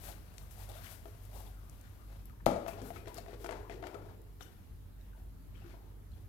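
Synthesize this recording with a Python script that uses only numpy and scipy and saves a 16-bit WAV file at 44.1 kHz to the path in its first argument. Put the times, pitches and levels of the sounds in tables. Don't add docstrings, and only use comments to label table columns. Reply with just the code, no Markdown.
import sys
import numpy as np
from scipy import signal
from scipy.fft import rfft, irfft, next_fast_len
from scipy.io import wavfile
from scipy.ndimage import uniform_filter1d

SR = 44100
rng = np.random.default_rng(int(sys.argv[2]) if len(sys.argv) > 2 else 0)


def rack_gain(trim_db):
    fader = np.asarray(trim_db, float)
    return 10 ** (fader / 20)


def transcribe(signal):
    frames = np.atleast_2d(signal).T
    limited = np.clip(frames, -1, 1)
    pcm = np.round(limited * 32767).astype(np.int16)
    wavfile.write(sys.argv[1], SR, pcm)


N = 277159

# pitch_hz, level_db, t60_s
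BOARD_MODES = [(131, -26, 0.084), (158, -34, 0.11), (190.3, -33.5, 0.19), (249, -23, 0.091),
               (322, -29.5, 0.13), (388, -33, 0.092)]


def evened(x):
    return x / np.sqrt(np.mean(x ** 2) + 1e-20)


def read(points, hz):
    f_hz, value = np.transpose(points)
    return np.interp(np.log(hz + 1), np.log(f_hz + 1), value)


def add(mix, start_s, sound):
    part = mix[round(start_s * SR):][:len(sound)]
    part += sound[:len(part)]


def colour(x, points, scale=1):
    n = x.shape[-1]
    size = next_fast_len(n + 2048)
    gain_db = scale * read(points, np.fft.rfftfreq(size, 1 / SR))
    return irfft(rfft(x, size) * rack_gain(gain_db), size)[..., :n]


def resonate(x, pitch_hz, width_hz):
    pole = np.exp((2j * np.pi * pitch_hz - np.pi * width_hz) / SR)
    return 2 * signal.lfilter([1 - abs(pole)], [1, -pole], x).real


def resonate_twice(x, pitch_hz, width_hz, second_width_hz):
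    return resonate(resonate(x, pitch_hz, width_hz), pitch_hz, second_width_hz)


def ring(modes, detune=1, length_s=.4, contact_s=0.00063):
    t = np.arange(int(length_s * SR)) / SR
    tones = 0
    for pitch_hz, level_db, t60_s in modes:
        tones = tones + rack_gain(level_db - 60 * t / t60_s) * np.sin(2 * np.pi * pitch_hz * detune * t)
    return tones * (1 - np.exp(-t / contact_s))


def crack(lo_hz, hi_hz, t60_s, noise):
    band = signal.butter(2, [lo_hz, hi_hz], "bandpass", fs=SR, output="sos")
    decay_db = -60 * np.arange(len(noise)) / SR / t60_s
    return evened(signal.sosfilt(band, noise)) * rack_gain(decay_db)


def air():
    # pitch_hz, likeness of the ports (-1..1)
    likeness = [(60, 0.78), (240, 0.48), (950, -0.29), (3770, -0.034), (15000, -0.099)]
    # pitch_hz, left_over_right_db
    lean = [(60, -1.5), (240, 1.5), (950, 3.5), (3770, -2), (15000, -1)]
    # pitch_hz, level_db per Hz
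    spectrum = [(18, -23), (40, -11.5), (75, -3.5), (120, -10), (160, -15.5), (300, -20), (500, -28.5),
                (1000, -32.5), (2200, -41.5), (5000, -47.5), (8500, -49.5), (12500, -41.5), (15900, -47),
                (16500, -70)]
    frames, hz = N // 512 + 5, np.fft.rfftfreq(2048, 1 / SR)
    a, b, c, d, patches = rng.standard_normal((frames, 1025, 5)).T
    patches = uniform_filter1d(patches, size=20, axis=0)
    patches = evened(uniform_filter1d(patches, size=6, axis=1))
    same = np.clip(read(likeness, hz), -1, 1)[:, None]
    left = a + 1j * b
    right = same * left + np.sqrt(1 - same ** 2) * (c + 1j * d)
    z = np.array([left, right / rack_gain(read(lean, hz))[:, None]])
    z *= rack_gain(read(spectrum, hz)[:, None] + 1.57 * patches)
    return rack_gain(-54) * evened(signal.istft(z, nperseg=2048, noverlap=1536)[1][:, :N])


def hum():
    # pitch_hz, steady_db, waver_width_hz, waver_db
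    tones = [(48.23, -54.5, 3.9, -59.5), (98.35, -62.5, 7.5, -61.5)]
    t, out = np.arange(N) / SR, np.zeros((2, N))
    for pitch_hz, steady_db, width_hz, waver_db in tones:
        both, left, right = rng.standard_normal((3, N))
        waver = resonate_twice(both + 0.46 * np.array([left, right]), pitch_hz, width_hz, width_hz)
        out += rack_gain(steady_db + 3) * np.sin(2 * np.pi * pitch_hz * t)
        out += rack_gain(waver_db) * evened(waver)
    return out


def bristles(per_s, spread_db):
    size = rack_gain(spread_db * np.minimum(rng.exponential(1, N), 3))
    clicks = size * (rng.random(N) < per_s / SR)
    return rng.standard_normal(N) * (1 + clicks)


def strokes(rows):
    rise_share, rise_db, release_db_per_s = 0.46, 9, 196
    t, power = np.arange(0, N + 32, 32) / SR, 0
    for start_s, length_s, *levels_db in rows:
        swell_db = rise_db * np.minimum((t - start_s) / (rise_share * length_s) - 1, 0)
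        shape_db = swell_db - release_db_per_s * np.maximum(t - start_s - length_s, 0)
        power = power + rack_gain(2 * np.maximum(np.array(levels_db)[:, None] + shape_db, -200))
    return np.array([np.interp(np.arange(N) / SR, t, np.sqrt(p)) for p in power])


def rustle():
    # start_s, length_s, scrape_db, hiss_db, drag_db
    shuffles = [(0.005, 0.09, -55.5, -51.5, -55), (.37, 0.063, -71, -64.5, -67),
                (.505, 0.013, -79, -57.5, -78), (.565, 0.068, -61.5, -57, -61.5),
                (.683, 0.031, -59, -58.5, -56), (.74, 0.037, -57.5, -57, -61.5),
                (.82, 0.049, -56.5, -54, -73), (.89, 0.038, -63, -52.5, -63), (1.045, 0.033, -74, -67, -72),
                (1.22, 0.023, -72.5, -64, -72), (1.32, 0.084, -61, -56.5, -55), (1.44, 0.04, -69, -64, -61),
                (1.68, 0.11, -81, -70.5, -73), (1.8, 0.077, -67, -78, -86),
                (2.09, 0.059, -67.5, -73, -64.5), (2.25, 0.0096, -71, -73, -73), (5.0, 0.07, -77, -78, -78),
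                (5.15, 0.054, -77, -76, -70), (5.53, 0.061, -66, -77, -75), (5.62, 0.11, -63.5, -75, -67.5),
                (5.81, 0.087, -75.5, -86, -73), (6.11, 0.12, -75, -75, -74)]
    # start_s, length_s, scrape_db, hiss_db, drag_db
    nudges = [(2.594, .06, -62, -74, -56), (2.673, 0.0093, -56, -52.5, -65), (2.702, 0.059, -63, -74, -57),
              (2.77, 0.046, -59.5, -79, -55), (2.823, 0.065, -65, -57, -60),
              (2.93, 0.048, -59.5, -61.5, -64), (3.067, 0.026, -56, -63, -61),
              (3.138, 0.038, -57, -60, -60), (3.275, 0.059, -59, -73, -61), (3.392, 0.053, -61.5, -60, -64),
              (3.479, 0.08, -55.5, -72, -47), (3.695, 0.04, -58, -70.5, -60), (3.831, .045, -59, -82, -54),
              (3.856, 0.014, -63, -67, -55), (3.887, 0.096, -66, -75, -54), (4.021, 0.083, -66, -77, -58.5),
              (4.401, 0.028, -63.5, -60.5, -73)]
    # time_s, level_db
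    fidget_curve = [(0.0, -70.5), (.5, -68.5), (1.1, -69), (1.6, -72), (2.2, -72.5), (2.42, -82),
                    (2.62, -77), (3.6, -73.5), (4.2, -87), (4.5, -73.5), (4.8, -83), (5.5, -82),
                    (6.28, -88)]
    # time_s, level_db
    rocking_curve = [(2.55, -90), (2.62, -71), (2.75, -63), (2.95, -58), (3.14, -52.5), (3.3, -66),
                     (3.51, -49), (3.67, -68), (3.71, -49.5), (3.892, -56), (4.2, -66), (4.3, -80),
                     (4.45, -64), (4.6, -84), (5.58, -89), (5.66, -69), (5.93, -69.5), (6.05, -78)]
    # pitch_hz, level_db
    fur_spectrum = [(3000, -10.5), (6000, -10), (9000, -8.5), (12500, -3.5), (14500, -8), (16500, -16)]
    # pitch_hz, level_db
    pad_spectrum = [(600, -41), (1050, 2.5), (1400, 5), (2500, -1), (4500, -5), (8000, -14.5), (14000, -43)]
    # pitch_hz, width_hz
    hollows = [(620, 440), (397, 127)]
    t = np.arange(N) / SR
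    fidget = rack_gain(np.interp(t, *np.transpose(fidget_curve)))
    rocking = rack_gain(np.interp(t, *np.transpose(rocking_curve)))
    between = fidget * rack_gain(np.array([[0.], [1], [-0.3]]))
    scrape, hiss, drag = np.hypot(strokes(shuffles + nudges), between)
    pail_drag = np.hypot(rack_gain(-18.5) * drag, rocking)

    rub = bristles(per_s=600, spread_db=4.0)
    grip_slip = evened(uniform_filter1d(rng.standard_normal(N), size=500))
    rub = rub * rack_gain(2.15 * grip_slip)
    body = 0
    for shake, (pitch_hz, width_hz) in zip((drag, pail_drag), hollows):
        body = body + shake * evened(resonate_twice(rub, pitch_hz, width_hz, 2 * width_hz))
    fur = evened(colour(bristles(per_s=900, spread_db=3.5), fur_spectrum))
    pads = evened(colour(rub, pad_spectrum))
    return rack_gain(3.0) * (hiss * fur + scrape * pads + body)


def strands():
    # start_s, length_s, level_db, pitch_hz
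    scuffs = [(.06, .04, -57, 12000), (0.112, .006, -55, 3800), (0.574, .06, -59.5, 723),
              (.688, .035, -57, 820), (.69, .012, -61, 3500), (.748, .06, -55, 680), (.73, .055, -62, 3500),
              (.765, .025, -59, 1300), (0.844, .022, -58, 1700), (.855, .018, -58, 2300),
              (0.859, .012, -56, 2900), (.905, .02, -61, 637), (1.466, .008, -62, 3300),
              (1.99, 0.069, -66, 1200), (2.297, .012, -60, 1300), (2.33, .01, -62, 1000),
              (2.398, .012, -64, 1700), (2.398, .01, -62, 1000), (2.473, .008, -38.5, 1340),
              (2.552, 0.044, -39, 596), (2.625, .015, -45, 550), (2.684, .006, -50, 2480),
              (2.708, .012, -56, 2400), (2.838, .045, -55.5, 1400), (2.96, .011, -50, 1290),
              (2.96, .011, -53, 2300), (3.101, 0.02, -53, 950), (3.168, .006, -52, 5100),
              (3.179, .01, -54.5, 4330), (3.166, .01, -52.5, 1290), (3.313, .01, -56, 1700),
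              (3.64, .05, -58, 1000), (3.703, 0.026, -54.5, 2000), (3.943, 0.018, -51.5, 1295),
              (4.084, .01, -61, 1500), (4.407, .008, -52.5, 1240), (4.42, .014, -58, 5900),
              (4.421, .008, -58, 2900), (5.544, .018, -67, 2400), (5.55, .03, -68, 3100),
              (5.612, .015, -66, 2700), (5.64, 0.027, -64, 1300), (5.705, .02, -64, 2200),
              (5.765, .025, -63, 900), (1.34, .07, -60, 750), (1.53, .07, -68, 1350),
              (1.63, .07, -68, 1200), (1.83, .05, -68, 1500), (4.408, .008, -55, 3500)]
    slips_per_s, edge_s, release_db_per_s = 500, .002, 1540
    out, t = np.zeros(N), np.arange(4000) / SR
    draws = rng.random((len(scuffs), 2, len(t)))
    for (start_s, length_s, level_db, pitch_hz), (hiss, chance) in zip(scuffs, draws):
        slips = (hiss - .5) * (1 + 8. * (chance < slips_per_s / SR))
        width_hz = .19 * pitch_hz
        band = evened(resonate_twice(slips, pitch_hz, width_hz, width_hz))
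        gain = rack_gain(level_db - release_db_per_s * np.maximum(t - length_s, 0))
        add(out, start_s, gain * np.minimum(t / edge_s, 1) * band)
    return out


def clinks():
    # start_s, peak_db, pitch_hz, t60_s
    clink_events = [(.435, -58, 1170, 0.043), (2.256, -39, 12600, 0.012), (0.63, -56, 3400, .03),
                    (5.772, -59, 770, 0.033), (2.82, -48.5, 257, 0.29), (2.975, -57, 2400, 0.15),
                    (3.075, -50.5, 948, 0.22), (3.944, -53, 1300, 0.1), (4.409, -49, 3460, 0.038),
                    (4.408, -53, 1480, 0.025), (4.455, -64, 2900, 0.14), (5.012, -65, 3700, 0.037),
                    (5.132, -57.5, 1490, .04), (5.149, -65, 900, 0.16), (5.645, -53.5, 340, 0.28),
                    (5.62, -55, 740, 0.033), (5.74, -51.5, 650, 0.046), (5.74, -52.5, 930, 0.039),
                    (3.5, -50, 900, 0.61), (5.87, -60, 890, 0.035), (1.056, -56, 420, 0.068),
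                    (6.118, -57.5, 4100, 0.022), (6.135, -60, 3300, 0.027), (.322, -50, 70, .08),
                    (.436, -48, 62, .1), (1.03, -52, 70, .15), (2.468, -28, 200, .03)]
    out = np.zeros(N)
    for start_s, peak_db, pitch_hz, t60_s in clink_events:
        add(out, start_s, ring([(pitch_hz, peak_db, t60_s), (1.04 * pitch_hz, peak_db, t60_s)]))
    return out


def ticks():
    # start_s, peak_db, centre_hz
    tick_events = [(0.382, -35.5, 3380), (0.5112, -46, 11000), (0.5666, -53, 11600), (0.635, -46, 9000),
                   (0.691, -44, 9500), (0.6974, -45, 12000), (0.7175, -47, 3310), (1.2537, -48, 12100),
                   (1.4653, -51, 3360), (1.697, -43, 10500), (1.8126, -48, 9370), (2.2558, -50, 13400),
                   (2.6817, -39, 9200), (2.6856, -50, 2520), (2.817, -51, 3630), (2.9604, -60, 2600),
                   (3.0817, -45, 3240), (3.1442, -38, 10500), (3.1704, -49, 5080), (3.178, -39.5, 4240),
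                   (3.444, -46, 2580), (3.468, -43, 6500), (3.511, -43, 3630), (3.522, -45, 3050),
                   (3.8691, -46, 2870), (4.217, -54, 12700), (4.4065, -62, 3450), (5.0114, -59, 3010),
                   (6.118, -59, 3530), (.34, -52, 4500), (.425, -52, 9000), (.645, -52, 5000),
                   (1.0545, -62, 900), (3.059, -50, 1800), (3.8255, -48, 2200), (3.87, -46, 6500),
                   (3.9435, -52, 2500), (2.297, -56, 1300)]
    out = np.zeros(N)
    noises = rng.standard_normal((len(tick_events), 600))
    for (start_s, peak_db, centre_hz), noise in zip(tick_events, noises):
        snap = np.concatenate([[5.5], noise[1:]])
        top_hz = min(centre_hz * 2.85, 13500)
        add(out, start_s, rack_gain(peak_db - 4.0) * crack(centre_hz / 1.8, top_hz, 0.012, snap))
    return out


def taps():
    # pitch_hz, level_db, t60_s
    ball_modes = [(671, 4, 0.049), (813, -14, 0.044)]
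    # pitch_hz, level_db, t60_s
    pail_modes = [(419, -8.5, 0.21), (374, -7.5, 0.052), (489.5, -8.5, 0.17), (548, -14, 0.15)]
    # start_s, ball_ring_db, pail_ring_db, clack_db, crack_db
    ball_bumps = [(0.859, -64, -68, -66, -62), (1.056, -45, -48, -57, -75), (2.297, -73, -75, -64, -89),
                  (2.512, -33, -32, -65, -51), (2.56, -39, -51, -70, -58), (2.663, -36.5, -54, -48, -68),
                  (2.681, -35, -75, -47.5, -56), (2.904, -37.5, -48, -54, -70), (3.074, -43, -63, -55, -69),
                  (3.182, -39, -52, -56, -49), (3.262, -48, -67, -58, -72),
                  (3.282, -45.5, -43.5, -60.5, -64), (3.444, -39.5, -41, -47, -52.5),
                  (3.491, -35.5, -44, -43.5, -58), (3.526, -50, -42, -48, -60),
                  (3.697, -40.5, -40.5, -50, -60), (3.827, -39.5, -49, -48.5, -71),
                  (3.839, -49, -48, -48, -73), (3.945, -43.5, -37, -53.5, -58.5),
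                  (4.4075, -50, -53, -58, -57)]
    # start_s, pail_ring_db, clack_db, crack_db
    pail_bumps = [
        (2.733, -43, -55, -59),
        (2.817, -38, -51, -55),
        (2.9605, -51, -52, -64),
        (3.057, -47, -55, -78),
        (3.331, -39.5, -62, -70),
        (3.461, -49, -46.5, -53),
        (3.509, -37, -47.5, -53),
        (3.869, -53, -46, -64),
    ]
    ball_clack_hz, pail_clack_hz, ball_feels_db = 1185, 1090, -15
    out = np.zeros(N)
    bumps = [(*row, ball_clack_hz) for row in ball_bumps]
    for start_s, pail_db, clack_db, crack_db in pail_bumps:
        bumps.append((start_s, pail_db + ball_feels_db, pail_db, clack_db, crack_db, pail_clack_hz))
    noises = rng.standard_normal((len(bumps), 3000))
    for (start_s, ball_db, pail_db, clack_db, crack_db, clack_hz), noise in zip(bumps, noises):
        add(out, start_s, rack_gain(ball_db + 3.5) * ring(ball_modes, 1 + 0.048 * noise[0]))
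        add(out, start_s, rack_gain(pail_db + 3) * ring(pail_modes, 1 + .01 * noise[1]))
        snap = np.concatenate([[6], noise[1:]])
        add(out, start_s, rack_gain(clack_db + 9.5) * crack(clack_hz / 1.68, clack_hz * 1.68, 0.026, snap))
        add(out, start_s, rack_gain(crack_db + 4) * crack(1900, 8900, 0.049, noise[::-1]))
    return out


def drop():
    # pitch_hz, level_db, t60_s
    landing_modes = [(577, -22, 0.069), (657, -4.5, 0.016), (802, -27.5, 0.081), (1380, -29.5, 0.023)]
    squash_s, land_s = 2.4605, 2.4648
    out, noise = np.zeros(N), rng.standard_normal((4, 9000))
    add(out, squash_s, rack_gain(-31.5) * crack(1500, 6500, 0.046, noise[0]))
    add(out, squash_s, rack_gain(-32.5) * crack(10000, 13000, 0.047, noise[0]))
    add(out, land_s, ring(landing_modes, length_s=.6, contact_s=.0005))
    add(out, land_s + 0.00507, ring(BOARD_MODES, length_s=.6, contact_s=0.00056))
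    add(out, land_s, rack_gain(-23.5) * crack(610, 2040, 0.018, noise[1]))
    add(out, land_s, rack_gain(-53.0) * crack(1100, 11000, 0.62, noise[2]))
    add(out, land_s + 0.00399, rack_gain(-28) * crack(240, 830, 0.15, noise[3]))
    return out


def steps():
    # start_s, thud_db
    paw_falls = [
        (2.69, -41.5),
        (2.82, -38.5),
        (2.87, -42.5),
        (2.91, -49),
        (3.44, -48),
    ]
    out = np.zeros(N)
    for start_s, thud_db in paw_falls:
        add(out, start_s, rack_gain(thud_db + 25.5) * ring(BOARD_MODES[:3], contact_s=.004))
    return out


def room(x):
    # pitch_hz, t60_s
    decay = [(100, 0.25), (300, 0.78), (700, 0.47), (1500, 0.7), (4000, 0.44), (12000, 0.25)]
    sparse = np.zeros((2, SR // 2))
    at = np.arange(260, SR // 2 - 20, 20) + rng.integers(0, 20, (2, (SR // 2 - 261) // 20))
    np.put_along_axis(sparse, at, rng.choice([-1., 1.], at.shape), 1)
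    hz, t, z = signal.stft(sparse, SR, nperseg=256)
    shared = np.exp(-hz / 1500)[:, None]
    z[1] = shared * z[0] + np.sqrt(1 - shared ** 2) * z[1]
    z = z * rack_gain(-60 * t / read(decay, hz)[:, None])
    tail = signal.istft(z, SR, nperseg=256)[1]
    tail = tail / np.linalg.norm(tail, axis=1, keepdims=True)
    return signal.fftconvolve(x[None], tail, axes=1)[:, :N]


def scene():
    # pitch_hz, left_over_right_db
    shadow = [(60, 12), (180, -1.5), (550, 6.5), (1650, 12.5), (5000, 22.5), (15000, 49)]
    bumps = taps()
    hits = bumps + clinks() + drop() + steps()
    rub = rustle() + ticks() + strands()
    near = hits + rub
    echoes = rack_gain(-6) * room(hits - (1 - rack_gain(-2)) * bumps) + rack_gain(-11.0) * room(rub)
    left = near + echoes[0]
    right = colour(rack_gain(-3.5) * near + echoes[1], shadow, -1.24)
    left, right = np.array([left, right]) + air() + hum() * rack_gain(np.array([[-.4], [.4]]))
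    late = 12
    return np.array([left, np.concatenate([np.zeros(late), right[:-late]])])


def top_cut(x):
    return signal.sosfilt(signal.butter(12, 15900, fs=SR, output="sos"), x)


def record(dry):
    edge = signal.firwin(511, 16600, window=("kaiser", 9), fs=SR)
    mix = signal.oaconvolve(dry, edge[None], "same")
    return top_cut(mix)


dry = scene()
out = record(dry)
transcribe(out)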